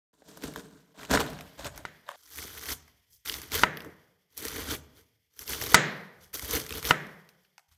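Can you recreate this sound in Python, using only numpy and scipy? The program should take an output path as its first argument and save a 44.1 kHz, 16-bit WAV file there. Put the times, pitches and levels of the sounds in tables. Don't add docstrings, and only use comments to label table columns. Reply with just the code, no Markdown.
import sys
import numpy as np
from scipy import signal
from scipy.io import wavfile

SR = 44100
rng = np.random.default_rng(int(sys.argv[2]) if len(sys.argv) > 2 else 0)


def log_audio(samples):
    frames = np.atleast_2d(samples).T
    limited = np.clip(frames, -1, 1)
    pcm = np.round(limited * 32767).astype(np.int16)
    wavfile.write(sys.argv[1], SR, pcm)


N = 342657
SPLICE_S = 2.16

# time in seconds, hiss level in dB.
STROKE_HISS = [
    [(.13, -77), (.25, -72.5), (.285, -58.5), (.345, -63), (.408, -62), (.442, -49), (.552, -62.5),
     (.562, -51), (.6, -51.5), (.63, -64), (.92, -81.5)],
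    [(.94, -73.5), (.992, -57.5), (1.03, -55), (1.085, -65), (1.11, -34.5), (1.15, -32), (1.185, -49.5),
     (1.21, -38), (1.235, -54), (1.55, -78.5)],
    [(1.57, -74), (1.59, -49.5), (1.635, -58.5), (1.665, -41), (1.704, -73.5), (1.77, -61), (1.84, -75)],
    [(2.04, -90), (2.09, -61), (2.145, -72)],
    [(2.155, -68), (2.3, -56.5), (2.378, -45), (2.388, -42.5), (2.489, -50.5), (2.65, -47.5), (2.725, -34),
     (2.763, -66), (2.8, -67)],
    [(3.248, -53.5), (3.257, -41.5), (3.293, -40), (3.435, -51.5), (3.5, -59.5), (3.517, -45),
     (3.551, -31.5), (3.575, -36), (3.622, -36.5)],
    [(4.3, -74.5), (4.362, -67.5), (4.38, -49), (4.445, -40.5), (4.5, -46.5), (4.56, -40.5), (4.675, -46),
     (4.71, -36), (4.75, -41.5), (4.79, -70.5)],
    [(5.3, -82), (5.39, -57.5), (5.42, -43.5), (5.455, -54.5), (5.5, -37), (5.608, -43.5), (5.617, -35.5),
     (5.688, -41.5), (5.73, -34.5)],
    [(6.328, -63.5), (6.34, -38), (6.41, -46.5), (6.49, -44), (6.555, -32), (6.6, -44.5), (6.68, -52.5),
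     (6.781, -38), (6.815, -56.5), (6.86, -31.5), (6.883, -35.5), (6.895, -30.5)],
    [(7.68, -81), (7.69, -72), (7.702, -82.5), (7.72, -67), (7.77, -80)],
]
# rib crunch, head and board thud, in dB
STROKE_DEPTH = [(3.5, 9, -7.5), (11, 10.5, 1.5), (10.5, 5.5, 9), (18, -14, -20), (-2.5, -9.5, -11),
                (0, -5.5, -4.5), (0.5, -1.5, -4), (-2, -4.5, -5.5), (-1, -3, -6), (0, -24, 6.5)]
# time of the peak in seconds, hiss at the peak in dB,
# then rib crunch, head and board thud in dB relative to that hiss.
LIGHT_TOUCHES = [(3.133, -57, -25.5, -27, -3.5), (3.776, -70.5, -3.5, 17.5, -1.5),
                 (3.86, -67, -3, 23.5, 17), (4.979, -59, -1, 0, -6.5), (6.232, -56.5, -3.5, -26.5, 2)]
# frequency in Hz, width of one pass in Hz, level in dB.
LEAF_BODY = [(5350, 2600, 0.5), (9030, 5600, -10.5), (12530, 3100, 1), (15200, 660, -6)]
RIB_BODY = [(982, 880, 4.5), (1500, 460, 7.2), (2000, 760, 6.5), (3240, 790, 6.1), (4500, 1300, 1)]
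HEAD_BODY = [(161, 37, -5), (280, 130, 0), (448.4, 92, 1.5), (580, 180, -12.5)]
# frequency in Hz, width in Hz, level in dB.
WHOLE_LEAF_BODY = [(4380, 6200, -9), (7560, 5600, -10), (12840, 1900, -11.5), (15000, 1100, -21)]
WHOLE_RIB_BODY = [(603, 240, 5.5), (977, 340, -2.5), (1500, 660, -1), (2200, 2300, -15.5),
                  (3760, 1900, -10)]
WHOLE_HEAD_BODY = [(168, 53, -1), (276, 75, 2), (443, 65, -0.5), (614, 260, -15.5)]
# frequency in Hz, width in Hz, level in dB.
BOARD_THUD = [(51.3, 41, 2), (75, 57, -0.5), (127, 16, -7.5)]
# frequency in Hz, width in Hz, level in dB relative to the leaf hiss.
BLADE_SONG = [(3280, 140, -16), (5930, 370, -17.5)]
# start in seconds, drive level in dB,
# treble in dB relative to the drive (both before the mix gains), pitch in Hz.
RIB_SNAPS = [(0.138, -64, -11, 960), (0.22, -45, -36, 490), (0.373, -41, -3, 940), (0.423, -40, -11, 2330),
             (0.437, -34, -5, 1400), (0.472, -48, -9, 2300), (0.538, -43.5, -4, 2200),
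             (0.56, -28, -13, 1000), (0.806, -65, 1, 2500), (0.992, -44.5, -16, 1900),
             (1.019, -45, -15, 2000), (1.032, -36.5, -11, 1960), (1.051, -37, -11.5, 1880),
             (1.204, -17.5, -9, 890), (1.264, -39, -5, 2400), (1.302, -40, -3, 2200),
             (1.332, -44, -5, 1460), (1.389, -37.5, -24, 1800), (1.409, -38.5, -4, 2200),
             (1.477, -48.5, -13, 2000), (1.646, -29.5, -9, 2770), (1.668, -41, -16, 700),
             (1.76, -55, 7, 1400), (1.777, -36, -2.5, 1400), (2.09, -27.5, -17.5, 1030),
             (2.116, -36, -13, 1000), (2.231, -63, -7, 5500), (2.387, -29.5, -14, 2100),
             (2.576, -34.5, -16, 2200), (2.613, -49, 4, 2000), (2.657, -37, -1, 1500),
             (2.877, -41.5, -11, 1334), (3.26, -32, -9.5, 2330), (3.275, -26, -10.5, 3280),
             (3.297, -20.5, -18, 3000), (3.325, -27.5, -11.5, 3280), (3.341, -22.5, -9.5, 3640),
             (3.417, -38, 0.5, 1600), (3.519, -31, -5.5, 4204), (3.535, -36.5, -3, 1240),
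             (3.772, -29.5, -6, 3060), (3.795, -66, 5, 6000), (3.805, -34.5, -9.5, 3000),
             (3.82, -51, 0.5, 2200), (3.847, -39.5, -10.5, 968), (4.371, -54.5, 14, 1750),
             (4.377, -48.5, 18, 1750), (4.452, -30.5, 2, 1830), (4.483, -33, 5.5, 2500),
             (5.392, -37, 4.5, 3080), (5.478, -31.5, -8, 4730), (5.615, -26, -3.5, 1880),
             (5.534, -26, -12, 3000), (5.547, -31, -9.5, 3050), (5.663, -29.5, -3.5, 3800),
             (5.701, -37.5, -5.5, 3330), (6.338, -44.5, 5, 1375), (6.395, -32, -0.5, 2000),
             (6.425, -39.5, 4.5, 860), (6.447, -39.5, 5, 1240), (6.51, -32.5, 8, 1860),
             (6.6, -32.5, 1.5, 2250), (6.665, -35, -1.5, 2180), (6.693, -36.5, 1.5, 2500),
             (6.707, -26.5, -13.5, 2110), (6.725, -29, -3.5, 2490), (6.828, -34, 1, 2200),
             (6.852, -20, -7, 3620), (7.068, -36.5, -16, 175), (7.29, -52, 0, 2480),
             (7.435, -81, 11.5, 5000), (7.446, -52, -10, 2700), (7.58, -40, -14, 1500),
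             (7.591, -41.5, -12, 1300)]
# start in seconds, peak level in dB.
HEAD_JOLTS = [(0.438, -34), (0.561, -42), (1.105, -27), (2.386, -40), (2.447, -41), (3.303, -41.5),
              (3.381, -42.5), (4.451, -32), (4.567, -42), (5.613, -38.5), (6.425, -35.5), (6.529, -32),
              (6.705, -34.5)]
# start in seconds, drive level in dB before trim, low-pass corner in Hz,
# strength towards the walls in dB before gain.
BLADE_KNOCKS = [(1.1739, -20, 3500, -29.5), (1.852, -31.5, 5000, -23), (3.635, -7.5, 2570, -4.5),
                (5.7438, 2, 7000, 5), (6.9086, -6, 2930, -4)]
# frequency in Hz, level in dB before a random unevenness, 60 dB decay in seconds.
BOARD_MODES = [(160, -20, 0.095), (338, -23, 0.022), (450, -12, 0.053), (632, -22, 0.18), (985, 1.5, 0.032),
               (1300, -10, 0.11), (1445, 13.5, 0.015), (1830, 8.5, .014), (2033, 3, 0.03),
               (2942, 8.5, 0.012), (3400, -15.5, .01), (3800, -1, 0.013), (4450, -4, 0.0054),
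               (4721, -9.5, 0.023), (6940, -17, .006)]
# frequency in Hz, width in Hz, level in dB.
WALL_PULSE = [(167, 180, -9.5), (387, 300, -5), (1030, 1200, -10.5), (1840, 860, 3.5), (3700, 2000, -8),
              (7000, 2600, -18.5)]
# frequency in Hz, level in dB before the echo gain, 60 dB decay in seconds.
KITCHEN_BANDS = [(62.4, -19.5, 1.0), (156, -3, 0.93), (257, -16, 0.6), (420, -17.5, 0.84), (686, -14, 0.86),
                 (1180, -20, 0.76), (2000, -23.5, 0.68), (2850, -22.5, 0.55), (5000, -25.5, 0.59),
                 (8700, -6, 0.14), (14000, -17, 0.16)]

CRACKS_PER_S, CRACK_SPREAD_DB, CLUMP_DB, TEAR_DB = 6000, 3.5, 2.5, 2
SHARED = 0.46
# rib, head and board start short by BITE_DB and catch up over BITE_S
BITE_DB, BITE_S = (5.5, 9.5, 9.5), 0.2
FOLLOWS, MEAN_HISS_DB = (0.92, 0.92, 0.83), -37.5
TOUCH_RISE_DB_PER_S, TOUCH_FALL_DB_PER_S = 413, 299.5
SNAP_T60_S, LOW_WIDTH = 0.018, 0.16
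FAINT_DB, SWELL_S = -41, 0.004
JOLT_T60_S, JOLT_HEAD_DB = 0.033, -4
SETTLE_DB, SHAKEN_DB, SETTLE_T60_S = -24.5, -61.5, (6, 1.9)
OVERLOAD, CUTOFF_HZ = 0.59, 16600


def amp(db):
    return 10 ** (np.asarray(db) / 20)


def rms_one(x):
    return x / np.sqrt(np.mean(x ** 2) + 1e-20)


def drift(rate_hz):
    r = np.exp(-2 * np.pi * rate_hz / SR)
    noise = rng.standard_normal(N + SR)
    return rms_one(signal.lfilter([1], [1, -2 * r, r * r], noise)[SR:])


def before_splice():
    return np.arange(N) < SPLICE_S * SR


def resonate(x, peaks):
    out = 0
    for k, (hz, width_hz, level_db) in enumerate(peaks):
        r = np.exp(-np.pi * width_hz / SR)
        top = [(1 - r * r) / 2, 0, (r * r - 1) / 2]
        bottom = [1, -2 * r * np.cos(2 * np.pi * hz / SR), r * r]
        ringing = signal.lfilter(top, bottom, signal.lfilter(top, bottom, x))
        out = out + (-1) ** k * amp(level_db) * ringing
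    return out


def stroke_levels():
    t, gains = np.arange(N) / SR, np.zeros((4, N))
    for rows, depth_db in zip(STROKE_HISS, STROKE_DEPTH):
        s, points_db = np.transpose(rows)
        fade = np.clip(np.minimum(t - s[0], s[-1] + 0.016 - t) / 0.004, 0, 1)
        hiss_db = np.interp(t, s, points_db)
        shallow = np.clip(1 - (t - s[1]) / BITE_S, 0, 1)
        levels_db = [hiss_db]
        for share, depth, bite in zip(FOLLOWS, depth_db, BITE_DB):
            followed_db = MEAN_HISS_DB + share * (hiss_db - MEAN_HISS_DB)
            levels_db.append(followed_db + depth - bite * shallow)
        gains += fade * amp(levels_db)
    for s, hiss_db, *deep_db in LIGHT_TOUCHES:
        slope_db = np.minimum(TOUCH_RISE_DB_PER_S * (t - s), TOUCH_FALL_DB_PER_S * (s - t))
        gains += amp(hiss_db + slope_db) * amp([0] + deep_db)[:, None]
    return gains


def tear(cracks, dealt, body):
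    turn = (dealt * len(body)).astype(int)
    total = 0
    for k, peak in enumerate(body):
        heard = cracks * np.where(turn == k, 1, SHARED)
        total = total + (-1) ** k * resonate(heard, [peak])
    return rms_one(total)


def slicing():
    clumps = amp(CLUMP_DB * drift(60) + TEAR_DB * drift(25))
    born = rng.random(N) < CRACKS_PER_S * clumps / SR
    sizes = amp(CRACK_SPREAD_DB * np.minimum(rng.exponential(1, N), 5)) * rng.choice([-1, 1], N)
    cracks = born * sizes + 1e-18
    dealt = np.repeat(rng.random(N // 150 + 1), 150)[:N]
    blade = 0
    for hz, width_hz, level_db in BLADE_SONG:
        blade = blade + amp(level_db) * rms_one(resonate(cracks, [(hz, width_hz, 0)]))
    whole = before_splice()
    leaf = np.where(whole, tear(cracks, dealt, WHOLE_LEAF_BODY), tear(cracks, dealt, LEAF_BODY) + blade)
    rib = np.where(whole, tear(cracks, dealt, WHOLE_RIB_BODY), tear(cracks, dealt, RIB_BODY))
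    head = np.where(whole, tear(cracks, dealt, WHOLE_HEAD_BODY), tear(cracks, dealt, HEAD_BODY))
    thud = tear(cracks, dealt, BOARD_THUD)
    return np.sum(stroke_levels() * [leaf, rib, head, thud], axis=0)


def snaps():
    dull, bright, t = np.zeros(N), np.zeros(N), np.arange(round(0.15 * SR)) / SR
    noise = rng.standard_normal((len(RIB_SNAPS), len(t)))
    noise[:, 0] = 9
    for (s, drive_db, treble_db, hz), burst in zip(RIB_SNAPS, noise):
        at = round(s * SR)
        t60 = SNAP_T60_S * amp(-0.3 * (drive_db + 30))
        soft = s > SPLICE_S and drive_db < FAINT_DB and treble_db < 0
        swell = np.minimum(t / SWELL_S, 1) if soft else 1
        burst = (amp(drive_db - 60 * t / t60) * swell * burst)[:N - at]
        piece = resonate(burst, [
            (hz, 0.39 * hz, 0),
            (1.6 * hz, 0.48 * hz, -5),
            (min(3.3 * hz, 9000), 1.6 * hz, -13),
            (0.56 * hz, LOW_WIDTH * hz, -3)])
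        dull[at:at + len(burst)] += piece * np.sqrt(3000 / hz)
        bright[at:at + len(burst)] += amp(treble_db) * burst
    return amp(4.5) * dull + amp(2.0) * resonate(bright + 1e-18, LEAF_BODY)


def jolts():
    out, t = np.zeros(N), np.arange(round(0.2 * SR)) / SR
    shoves = rng.standard_normal((len(HEAD_JOLTS), len(t))) * amp(-60 * t / JOLT_T60_S)
    for (s, peak_db), shove in zip(HEAD_JOLTS, shoves):
        thump = resonate(shove, BOARD_THUD) + amp(JOLT_HEAD_DB) * resonate(shove, HEAD_BODY)
        out[round(s * SR):][:len(t)] += amp(peak_db) * thump / np.abs(thump).max()
    return out


def knocks():
    near, far, t = np.zeros(N), np.zeros(N), np.arange(round(0.3 * SR)) / SR
    uneven_db = rng.normal(0, 1.5, (len(BLADE_KNOCKS), len(BOARD_MODES)))
    pulse = resonate(1.0 * (t == 0), WALL_PULSE)
    for (s, drive_db, sharp_hz, far_db), uneven in zip(BLADE_KNOCKS, uneven_db):
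        ring = 0
        for (hz, level_db, t60), offset_db in zip(BOARD_MODES, uneven):
            ring = ring + amp(level_db + offset_db - 60 * t / t60) * np.sin(2 * np.pi * hz * t)
        edge_crack = amp(9.5) * rng.standard_normal(len(t)) * amp(-60 * t / 0.028)
        soften = signal.butter(2, min(sharp_hz, 15000), fs=SR, output="sos")
        at = round(s * SR)
        near[at:at + len(t)] += amp(drive_db - 7.5) * signal.sosfilt(soften, ring + edge_crack)
        far[at:at + len(t)] += amp(far_db + 33) * signal.sosfilt(soften, pulse)
    return near, far


def kitchen_echo():
    t, edges = np.arange(round(1.3 * SR)) / SR, 40 * 2 ** (np.arange(27) / 3)
    hz, level_db, t60 = np.transpose(KITCHEN_BANDS)
    white, tail = rng.standard_normal((2, len(t))), 0
    for k, (low, high) in enumerate(zip(edges, edges[1:])):
        centre = np.log(low * high) / 2
        life = max(np.interp(centre, np.log(hz), t60), 0.05)
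        band_pass = signal.butter(2, [low, high], "band", fs=SR, output="sos")
        band = signal.sosfilt(band_pass, white[k % 2])
        decay = amp(np.interp(centre, np.log(hz), level_db) - 60 * t / life)
        tail = tail + band * decay / np.sqrt(life * SR / 14)
    return tail * np.clip((t - 0.004) / 0.0014, 0, 1)


def settling():
    stirred = (amp(SETTLE_DB) * stroke_levels()[0]) ** 2 * 10 / SR
    for s, _, _, far_db in BLADE_KNOCKS:
        stirred[round(s * SR)] += amp(SHAKEN_DB + far_db) ** 2
    whole, power = before_splice(), 0
    for part, t60 in zip((whole, ~whole), SETTLE_T60_S):
        keep = amp(-120 / (t60 * SR))
        power = power + part * signal.lfilter([1], [1, -keep], stirred * part + 1e-18)
    hiss = rms_one(resonate(rng.standard_normal(N), RIB_BODY[2:] + LEAF_BODY))
    return hiss * np.sqrt(power) * amp(1.5 * drift(25))


def scene():
    cabbage = slicing() + snaps() + jolts()
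    near, far = knocks()
    whole, tail = before_splice(), kitchen_echo()
    sent = cabbage + far
    first_echo = whole * signal.fftconvolve(sent * whole, tail)[:N]
    second_echo = signal.fftconvolve(sent * ~whole, tail)[:N]
    return (cabbage + near + amp(4.5) * (first_echo + second_echo) + settling())[None]


def record(dry):
    flat = dry / (1 + np.abs(dry / OVERLOAD) ** 6) ** (1 / 6)
    thin = signal.sosfilt(signal.butter(2, 48, "high", fs=SR, output="sos"), flat)
    return signal.sosfilt(signal.cheby2(20, 60, CUTOFF_HZ, fs=SR, output="sos"), thin)


dry = scene()
out = record(dry)
log_audio(out)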